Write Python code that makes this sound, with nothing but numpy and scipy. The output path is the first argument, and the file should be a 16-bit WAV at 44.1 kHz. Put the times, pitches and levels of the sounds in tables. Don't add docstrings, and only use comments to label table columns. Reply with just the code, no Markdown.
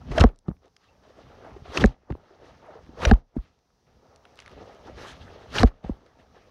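import sys
import numpy as np
from scipy import signal
from scipy.fft import rfft, irfft
from scipy.io import wavfile
from scipy.ndimage import uniform_filter1d, minimum_filter1d

SR = 44100
rng = np.random.default_rng(int(sys.argv[2]) if len(sys.argv) > 2 else 0)


def unload_audio(sound):
    columns = np.transpose(np.atleast_2d(sound))
    steps = np.round(np.clip(columns, -1, 1) * 32767)
    wavfile.write(sys.argv[1], SR, steps.astype(np.int16))


def undo_db(level):
    steps = np.asarray(level, float) / 20
    return 10 ** steps


N = 286650

BLOW_S = [.2384, 1.8402, 3.1124, 5.6317]
# (time [s], knock level [dB], knock pitch [Hz], thud level [dB], thud delay [s])
REBOUNDS = [
    (0.4836, -21, 330, -27.5, 0.02),
    (2.1017, -24, 330, -28, 0.023),
    (3.366, -17, 240, -20, 0.0135),
    (5.895, -17, 265.5, -23.5, .011),
]
# (time [s], level [dB], rise [s per 20 dB], tremble level [dB])
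SHUDDERS = [
    (.09, -33.5, 0.05, -39),
    (1.785, -29, -0.06, -55.5),
    (3.032, -34, 0.0649, -41.5),
    (5.57, -35.5, 0.12, -40),
]


def colour(x, points):
    hz, db = np.transpose(points)
    f = np.maximum(np.arange(N // 2 + 1) * SR / N, 1)
    gain_db = np.interp(np.log(f), np.log(hz), db, left=-90, right=-90)
    y = irfft(rfft(x) * undo_db(gain_db), N)
    return y / y.std()


def walk(rate_hz):
    k = int(SR / rate_hz)
    y = uniform_filter1d(np.repeat(rng.standard_normal(N // k + 1), k), k)[:N]
    return y / y.std()


def add(out, s, wave):
    i = int(s * SR)
    out[i:i + len(wave)] += wave[:N - i]


def ring(hz, t60_s, rise_s, sag_per_s, grip=1.7):
    t = np.arange(int(t60_s * SR)) / SR
    build_up = 1 - np.exp(-(t / rise_s) ** 2.2)
    smother_db = -60 * (t / t60_s) ** grip
    return build_up * undo_db(smother_db) * np.sin(2 * np.pi * hz * t * (1 - sag_per_s * t))


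def burst(hz, width, t60_s):
    t = np.arange(int(t60_s * SR) + 128) / SR
    edges_hz = np.clip([hz / (1 + width), hz * (1 + width)], 50, .45 * SR)
    band = signal.butter(2, edges_hz, "bandpass", fs=SR, output="sos")
    port = signal.butter(2, 6500, fs=SR, output="sos")
    envelope = undo_db(-60 * t / t60_s) * np.minimum(t / 0.000067, 1)
    noise = rng.standard_normal(size=8192)[:len(t)]
    y = signal.sosfilt(np.vstack([band, port]), noise * envelope)
    return y / np.abs(y).max()


def bump(t, s, db, rise, fall, hold_s=0):
    before = np.maximum(s - t, 0) / max(rise, 1e-3)
    after = np.maximum(t - s - hold_s, 0) / max(fall, 1e-3)
    return undo_db(2 * np.maximum(db - 20 * (before + after), -150))


def hatchet():
    # (pitch [Hz], t60 [s], delay [s], rise [s], first swing [+-1], pitch sag [1/s])
    modes = [
        (1650, .008, 0, .0002, -1, 0),
        (1120, .010, .0005, .0003, 1, 0),
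        (690, .016, .0015, .0004, 1, 0),
        (410, .024, .0023, .002, 1, 0),
        (218, .035, .0002, .0022, -1, 0),
        (56, .08, .0094, .0045, -1, 3),
    ]
    # (bite level [dB], then six mode levels [dB])
    blows = [
        (-10, -9, -3.5, -1, -4, 1.5, -1),
        (-18, -3.5, -10, -4, -2, 3, -2.5),
        (-15, -6.5, -14.5, -2.5, -7, 2.5, 2),
        (-6, -6, 0, 1, 0, 3.5, 1),
    ]
    cut_pitch = [1.03, .8, 1.13, 1.04]
    trunk_pitch = [1.07, .97, 1.001, 1.09]
    jolt_pitch = [1.001, 1.001, 1.001, 1.05]
    jolt_early_s = [.0015, 0, 0, .001]
    out = np.zeros(N)
    detune = 1 + .015 * rng.standard_normal((len(blows), len(modes)))
    detune[:, 2:] = np.transpose([cut_pitch, trunk_pitch, trunk_pitch, jolt_pitch])
    for s, (bite_db, *mode_db), bend, early_s in zip(BLOW_S, blows, detune, jolt_early_s):
        add(out, s, undo_db(bite_db) * burst(2700, .8, .011))
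        add(out, s + 0.002, undo_db(bite_db - 1.5) * burst(540, 0.3, 0.026))
        add(out, s + 0.004, undo_db(bite_db - 11) * burst(310, 0.3, 0.04))
        add(out, s + 0.00079, undo_db(bite_db - 2.5) * burst(950, 0.28, .018))
        add(out, s, undo_db(bite_db - 34) * burst(13000, .26, .008))
        for db, (hz, t60_s, delay_s, rise_s, swing, sag), share in zip(mode_db, modes, bend):
            is_jolt = sag > 0
            grip = 1.2 if is_jolt else 1.7
            wave = ring(hz * share, t60_s, rise_s, sag, grip)
            add(out, s + delay_s - early_s * is_jolt, swing * undo_db(db) * wave)
    return out


def jolts():
    knock_sags = [12.7, 12.7, 7.4, 22.6]
    # (time [s], level [dB], pitch [Hz], t60 [s])
    pushes = [(.112, -23, 50, 0.18), (.2025, -6, 80, .055), (1.8305, -18, 110, .05),
              (5.6225, -20, 350, .04), (.119, -27, 380, .05), (1.69, -36, 70, .15), (3.3715, -27, 150, .05),
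              (1.564, -32.5, 393, .044), (1.653, -43, 423, .039), (2.1525, -29.5, 381, .017),
              (2.685, -43.5, 648, .17), (2.755, -39.5, 473, .13), (2.892, -36.5, 295, 0.036),
              (1.832, -16, 300, .05), (1.816, -19, 420, .03), (3.1, -8.5, 58.2, 0.081),
              (5.602, -16, 110, 0.1), (5.6235, -13, 80, 0.05), (5.843, -32.5, 430, 0.032)]
    # (time [s], level [dB], pitch [Hz], t60 [s])
    pulls = [(.178, -12.5, 650, 0.075), (.2108, -2.5, 112, 0.055), (.2205, -5, 52, .11),
             (.2135, -14, 380, .04), (.4854, -14.5, 179, 0.048), (.513, -28, 180, 0.038),
             (.5032, -27, 200, .035), (.1075, -20, 130, .06), (1.826, -18, 150, .03), (5.617, -16, 85, .04),
             (1.621, -32, 106, 0.038), (1.808, -16, 242, 0.021), (2.11, -16.5, 112, 0.041),
             (3.0575, -15.5, 591.9, 0.038), (3.068, -7.5, 63.6, .13), (5.845, -27, 183.8, 0.056),
             (5.852, -31.5, 62, 0.21), (2.124, -25, 250.3, 0.032)]
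    out = np.zeros(N)
    for (s, db, hz, *_), sag in zip(REBOUNDS, knock_sags):
        add(out, s, undo_db(db) * ring(1.129 * hz, 0.027, 0.00069, sag))
        add(out, s - .01, undo_db(db - 52) * burst(10000, .6, .12))
    thuds = [(s + delay_s, db, hz / 4.53, 0.12) for s, _, hz, db, delay_s in REBOUNDS]
    t = np.arange(SR // 2) / SR
    tremble = np.minimum(t / .02, 1) * undo_db(-60 * t / 0.3) * np.sin(2 * np.pi * 31.3 * t)
    for s, (*_, db) in zip(BLOW_S, SHUDDERS):
        add(out, s + 0.034, undo_db(db) * tremble)
    for swing, rows in ((0.98, pushes), (-1, list(pulls) + thuds)):
        for s, db, hz, t60_s in rows:
            add(out, s, swing * undo_db(db) * ring(hz, 0.47 * t60_s, 0.047 / hz, 2.1))
    return out


def snaps_and_pings():
    # (time [s], peak level [dB], centre [Hz], t60 [s])
    snaps = [(0.116, -32, 864, 0.01797), (.181, -17, 2849, 0.022), (0.198, -21, 3943, 0.0092),
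             (0.204, -16.5, 3390, 0.034), (0.2087, -14, 2700, 0.02008), (1.7744, -18.5, 2760, 0.014),
             (1.7734, -16, 970, 0.015), (1.81, -27, 3000, 0.089), (3.019, -29, 1470, 0.049),
             (3.032, -30, 1080, 0.025), (3.051, -15.5, 2800, .02), (3.052, -16.5, 1330, 0.034),
             (5.5842, -18, 2530, 0.02501), (5.5823, -18, 1472, 0.02433), (5.596, -27, 3400, 0.009)]
    # (time [s], peak level [dB], centre [Hz], t60 [s])
    pings = [(.1805, -17, 3000, .02), (.181, -17, 1500, .022), (.2095, -17, 2700, .02),
             (.209, -16, 1300, .025), (1.7735, -13.5, 2750, 0.016), (1.7735, -22.5, 5900, .014),
             (1.773, -20, 4400, .012), (1.809, -26, 2900, .015), (3.0505, -15.5, 2800, .018),
             (3.051, -16, 1700, .02), (3.052, -21, 5640, 0.018), (3.032, -24, 1150, 0.034),
             (5.583, -16, 2730, .02), (5.582, -19.5, 1450, .022), (.482, -34.5, 1070, 0.014),
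             (.512, -44, 1070, .014), (.5, -47, 900, .014), (2.102, -34, 810, 0.017),
             (2.107, -38, 1100, 0.011), (2.123, -41, 1540, 0.011), (2.151, -42, 900, 0.012),
             (3.364, -42, 900, .014), (3.371, -54, 1800, .01), (5.894, -42, 1040, 0.015),
             (5.844, -39.5, 780, .02), (3.135, -30, 1100, .012), (1.1, -48, 600, 0.033),
             (1.3, -51, 1530, .03), (1.185, -43.5, 620, .04), (1.445, -54, 2900, .04),
             (1.545, -48, 780, .025), (1.653, -45, 720, .03), (1.7745, -25, 1150, .02),
             (5.602, -24, 900, .03), (5.02, -46, 1300, .08), (5.08, -45, 700, .08), (.199, -22, 1200, .015),
             (.228, -24, 1200, .02), (3.157, -40, 900, .012), (1.447, -42, 600, .03),
             (.4825, -36, 620, .02), (1.844, -14, 800, .016), (.765, -52, 5600, .02), (2.23, -52, 550, .08),
             (5.05, -46, 1800, .09), (5.56, -27, 900, .04), (1.23, -57, 2600, .04), (4.67, -56, 2700, .06),
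             (5.215, -49, 2600, .04), (5.3, -51, 2800, .04), (2.662, -47, 800, .03), (3.006, -33, 900, .03)]
    # (time [s], level [dB], pitch [Hz], t60 [s])
    tinks = [(5.6335, -9, 1000, .012), (.2388, -8, 1250, .012), (.2088, -22, 2700, .012),
             (.291, -46, 1400, .008), (.27, -48, 2200, .006), (1.8404, -10, 1750, .01),
             (1.81, -30, 3000, .01), (3.1128, -12, 1700, .01), (3.113, -24, 4000, .006),
             (3.054, -26, 5800, .01), (3.372, -52, 1900, .006), (5.585, -28, 5600, .012),
             (5.5955, -14, 4200, .004), (5.615, -36, 5700, .015), (5.632, -14, 3000, .007),
             (5.632, -20, 4600, .006), (5.632, -16, 2200, .007)]
    out = np.zeros(N)
    for s, db, hz, t60_s in snaps:
        add(out, s, undo_db(db) * burst(hz, 0.84, t60_s))
        add(out, s, undo_db(db - 31) * burst(12500, .3, .014))
    for s, db, hz, t60_s in pings:
        add(out, s, undo_db(db) * burst(hz, 0.14, t60_s))
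    for s, db, hz, t60_s in tinks:
        add(out, s, undo_db(db) * ring(hz, t60_s, .0003, 0))
    return out


def ticks():
    # (time [s], peak level [dB], centre [Hz])
    chips = [(.269, -48, 2000), (0.289, -44.5, 2180), (.36, -54.5, 5010), (.389, -47.5, 5600),
             (0.483, -46, 1800), (.493, -56, 3940), (.567, -59, 1754), (1.85, -32, 4595),
             (1.859, -24.5, 4400), (1.874, -41, 2450), (1.944, -54, 1090), (2.104, -39.5, 1497),
             (2.11, -50, 3010), (2.122, -42.5, 2000), (2.152, -55, 1600), (3.136, -33, 1800),
             (3.141, -46, 4730), (3.155, -52, 2200), (3.367, -46, 1014), (3.374, -54.5, 2510),
             (5.841, -49.5, 2522)]
    # (time [s], peak level [dB], centre [Hz])
    twigs = [(0.657, -60, 4240), (.68, -60, 3650), (.765, -45, 2090), (.766, -53, 5500), (1.448, -45, 588),
             (2.239, -57.5, 1480), (2.663, -46, 730), (2.745, -60, 1520), (2.864, -50, 1620),
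             (3.59, -62, 4020), (3.703, -59, 699), (4.16, -46.5, 5190), (4.253, -40.5, 1798),
             (4.299, -63.5, 1402), (4.357, -49.5, 7000), (4.367, -57, 6500), (4.374, -46, 4200),
             (4.39, -32.5, 1667), (4.402, -35.5, 3938), (4.422, -42, 2190), (4.461, -36.5, 2070),
             (4.478, -34.5, 2130), (4.495, -49, 3000), (4.515, -43, 1973), (4.748, -54.5, 5170),
             (6.063, -56, 4040), (6.188, -58.5, 2494)]
    # (time [s], level [dB], pitch [Hz], t60 [s])
    squeak_s, squeak_db, squeak_hz, squeak_t60_s = (.886, -60, 2680, .1)
    out = np.zeros(N)
    for rows, edge_db, edge_hz, edge_width in ((chips, -34, 12000, .4), (twigs, -22.5, 9600, .08)):
        for s, db, hz in rows:
            t60_s = .009 * (2500. / hz) ** 0.57
            add(out, s, undo_db(db) * burst(hz, .75, t60_s))
            add(out, s, undo_db(db + edge_db) * burst(edge_hz, edge_width, t60_s))
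    add(out, squeak_s, undo_db(squeak_db) * burst(squeak_hz, 0.017, squeak_t60_s))
    return out


def slips(share, scatter_db):
    return (rng.random(N) < share) * rng.standard_normal(N) * undo_db(scatter_db * rng.exponential(size=N))


def scuffs(share, width_hz):
    out = 0
    for hz in np.linspace(150, 2300, num=18):
        b, a = signal.iirpeak(hz, hz / width_hz, fs=SR)
        out = out + signal.lfilter(b, a, slips(share, 0.99)) * undo_db(2.5 * walk(14))
    return out


def patchy(share, scatter_db, shared_db, own_db):
    out, common_db = 0, shared_db * walk(60)
    for hz in 700 * 1.5 ** np.arange(9):
        edges_hz = [hz / 1.225, min(hz * 1.225, .45 * SR)]
        band = signal.butter(2, edges_hz, "bandpass", fs=SR, output="sos")
        out = out + signal.sosfilt(band, slips(share, scatter_db)) * undo_db(common_db + own_db * walk(30))
    return out


def cloth_moves(t):
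    # (time [s], rubbing [dB], brightness [dB], rise [s per 20 dB], fall [s per 20 dB])
    scrapes = [(0.019, -51.5, -19.5, 0.014, 0.047), (0.116, -36, -10.5, 0.0067, 0.033),
               (.19, -20.5, -19.5, 0.014, 0.016), (.218, -17.5, -27, .01, .008), (1.035, -58, -5, .01, .25),
               (1.655, -50, -6, .012, .3), (1.467, -42, -19.5, 0.076, .11), (1.566, -52, -9, .006, 0.044),
               (2.438, -52.5, -15, 0.12, 0.028), (2.975, -51, -13.5, 0.11, 0.072),
               (3.46, -62.5, -4, 0.14, .008), (3.87, -66, -9, .02, 0.51), (4.871, -42.5, -13, 0.043, 0.094),
               (5.845, -47, -6, 0.016, 0.095), (6.064, -61.5, -1, .008, 0.042), (6.196, -55, -6, .02, 0.1),
               (6.352, -58.5, -5.5, 0.063, 0.5)]
    # (middle [s], rubbing [dB], brightness [dB], fade [s to -20 dB])
    strokes = [(.27, -64.5, 3.5, 0.02), (.652, -59, -10.5, 0.045), (.85, -74, 7, 0.08),
               (.922, -61, -12.5, 0.05), (1.19, -57, -11.5, .08), (1.32, -56, -11, 0.1),
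               (1.88, -59.5, 3.5, 0.0753), (2.239, -60, -11.5, 0.27), (2.36, -60.5, -10.5, 0.23),
               (2.485, -56.5, -3, 0.08), (2.699, -48.5, -18.5, 0.11), (2.765, -51.5, -18.5, 0.09),
               (3.17, -60.5, -2.5, -0.05), (3.44, -66.5, -2, -0.16), (4.11, -58.5, -14, 0.16),
               (4.29, -58, -13, 0.15), (4.41, -60.5, 3.5, -0.05), (4.519, -52, -5.5, 0.04),
               (4.609, -49.5, -12.5, 0.0944), (4.72, -51, -9, 0.1), (5.0, -46, -3, .06),
               (5.051, -44, -4, 0.1), (5.1, -46.5, -4.5, .07), (5.155, -50.5, -4, .05),
               (5.23, -56, -2.5, 0.09), (5.37, -51.5, -11.5, 0.2), (5.673, -53, 5.5, 0.023),
               (6.01, -60, -13, 0.26)]
    # (full speed [s], rubbing [dB], brightness [dB], climb [s per 20 dB], rustle after blow [dB])
    swings = [
        (.175, -29.5, -9, 0.09, -37),
        (1.77, -30, -6, 0.0735, -38),
        (3.031, -30, -8.5, 0.0573, -40.5),
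        (5.556, -30.5, -2, .04, -36),
    ]
    moves = [(bump(t, s, db, rise, fall), bright_db) for s, db, bright_db, rise, fall in scrapes]
    for s, db, bright_db, fade_s in strokes:
        moves.append((undo_db(2 * (db - 20 * ((t - s) / fade_s) ** 2)), bright_db))
    brace_s, dip_s, after_s = .014, .047, .02
    for blow_s, (s, db, bright_db, climb, after_db) in zip(BLOW_S, swings):
        dip = undo_db(2 * -12 * np.exp(-((t - blow_s + dip_s) / 0.0038) ** 2))
        moves.append((dip * bump(t, s, db, climb, .022, blow_s - brace_s - s), bright_db))
        moves.append((bump(t, blow_s + after_s, after_db, after_s, 0.068), -19))
    for s, *_ in REBOUNDS:
        moves.append((bump(t, s, -47.5, 0.029, 0.059), -21))
    return moves


def housing_shake(t, arm_power):
    # (time [s], level [dB], rise [s per 20 dB], fall [s per 20 dB])
    sways = [(.02, -47, 0.065, 0.12), (.66, -65, .06, .06), (.981, -64, .07, 0.091),
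             (1.271, -50.5, 0.0772, 0.1135), (1.52, -47.5, 0.038, 0.28), (1.7, -46, 0.052, 0.15),
             (2.42, -57, 0.1, 0.35), (2.871, -47.5, 0.11, 0.28), (3.87, -60, .05, 0.95),
             (4.4, -61, 0.03175, 0.066), (4.62, -47, 0.13, 0.094), (5.0, -49, 0.34, 0.19),
             (5.22, -48, 0.21, 0.23), (6.213, -60, .07, .1), (6.33, -63, 0.028, 1.5)]
    shake = undo_db(2 * -58) * (arm_power / undo_db(-110)) ** 0.52
    shake = shake + sum(bump(t, *row) for row in sways)
    for blow_s, (s, db, rise, _) in zip(BLOW_S, SHUDDERS):
        shake = shake + bump(t, s, db, rise, .06, blow_s + .02 - s)
    for s, *_ in REBOUNDS:
        shake = shake + bump(t, s, -49, 0.029, .15)
    return shake


def motion():
    # (time [s], rubbing [dB], brightness [dB])
    arm = [(0, -61, -12), (.4, -86, -4), (.75, -86, -7.5), (1.04, -62, -9.5), (1.44, -54, -10),
           (1.64, -62.5, -4.5), (2.02, -82.5, -5.5), (2.3, -79, -8), (2.55, -57, -6.5), (2.78, -61, -11),
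           (2.83, -61.5, -2.5), (3.28, -90, -2), (4.2, -80.5, -1), (4.45, -62.5, 1), (4.55, -59, -5),
           (5.45, -53.5, -8), (5.76, -65, -8), (6.5, -64.5, -11.5)]
    t = np.arange(0, N, 32) / SR
    at_s, arm_db, arm_bright_db = np.transpose(arm)
    rub = undo_db(2 * np.interp(t, at_s, arm_db))
    swish = rub * undo_db(2 * np.interp(t, at_s, arm_bright_db))
    shake = housing_shake(t, rub)
    for move, bright_db in cloth_moves(t):
        rub = rub + move
        swish = swish + move * undo_db(2 * bright_db)
    air = undo_db(2 * -22.5) * swish * (swish / undo_db(-100)) ** 0.2
    return [np.interp(np.arange(N) / SR, t, np.sqrt(power)) for power in (rub, swish, air, shake)]


def rustle():
    # (frequency [Hz], density [dB per Hz])
    rub_colour = [(76, -39.5), (130, -14), (320, -1), (489, 2), (927, -4.5), (995, -9.5), (1260, -8),
                  (1520, -15.5), (2200, -21.5), (2860, -47), (4840, -120)]
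    swish_colour = [(650, -27.5), (1100, -2), (1270, 1.5), (1500, -5), (1670, -0.5), (2340, -6.5),
                    (2750, -5), (4240, -9.5), (6290, -17.5), (7500, -38.5), (9750, -53), (16500, -120)]
    air_colour = [(3820, -29), (6500, -3), (8470, -8), (9830, -5.5), (10600, -13.5), (11600, -10),
                  (14000, -22), (15800, -27), (16000, -70)]
    shake_colour = [(12, -38), (20, -7.5), (48, -0.5), (64, 4.5), (97, 1), (150, -3.5), (236, -7),
                    (260, -3.5), (340, -28.5), (570, -120)]
    rub_gain, swish_gain, air_gain, shake_gain = motion()
    rub = colour(scuffs(.004, 150) * undo_db(0.78 * walk(35)), rub_colour) * rub_gain
    fibres = patchy(.22, 1.8, .8, 2.2)
    swish = colour(fibres, swish_colour) * swish_gain
    air = colour(fibres, air_colour) * air_gain
    shake = colour(rng.standard_normal(N) * undo_db(1.6 * walk(18)), shake_colour) * shake_gain
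    return rub + swish + air + shake


def high_hiss():
    t = np.arange(N) / SR
    knocks_s = list(BLOW_S) + [row[0] for row in REBOUNDS]
    power = sum(bump(t, s, -87, .015, .025, .075) for s in knocks_s)
    return colour(rng.standard_normal(N), [(7000, -12), (9000, 0), (15700, -2)]) * np.sqrt(power)


def forest():
    # (frequency [Hz], density [dB per Hz])
    leaf_colour = [(120, -30), (200, -4.5), (317, -9.5), (411, -3.5), (542, -10), (742, -7), (1180, -13.5),
                   (2560, -24.5), (2960, -23.5), (5870, -16), (7600, -34), (12000, -35.5), (15800, -37),
                   (16000, -70)]
    level_db, duck_db, recover_s = -67.5, -16, .5
    t = np.arange(N) / SR
    ducking_db = sum(duck_db * np.exp(-np.maximum(t - s, 0) / recover_s) * (t > s) for s in BLOW_S)
    return colour(rng.standard_normal(N), leaf_colour) * undo_db(level_db + ducking_db + 0.66 * walk(1))


def scene():
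    return (hatchet() + jolts() + snaps_and_pings() + ticks() + rustle() + high_hiss() + forest())[None]


def band_limit(x):
    return signal.sosfilt(signal.butter(12, 16800, fs=SR, output="sos"), x)


def record(dry):
    ceiling, hold_s = .69, .0022
    x = signal.sosfilt(signal.butter(3, 26, "highpass", fs=SR, output="sos"), dry)
    k = int(hold_s * SR)
    gain = minimum_filter1d(np.minimum(1, ceiling / (np.abs(x) + 1e-9)), 2 * k + 1)
    return band_limit(x * uniform_filter1d(gain, k))


dry = scene()
out = record(dry)
unload_audio(out)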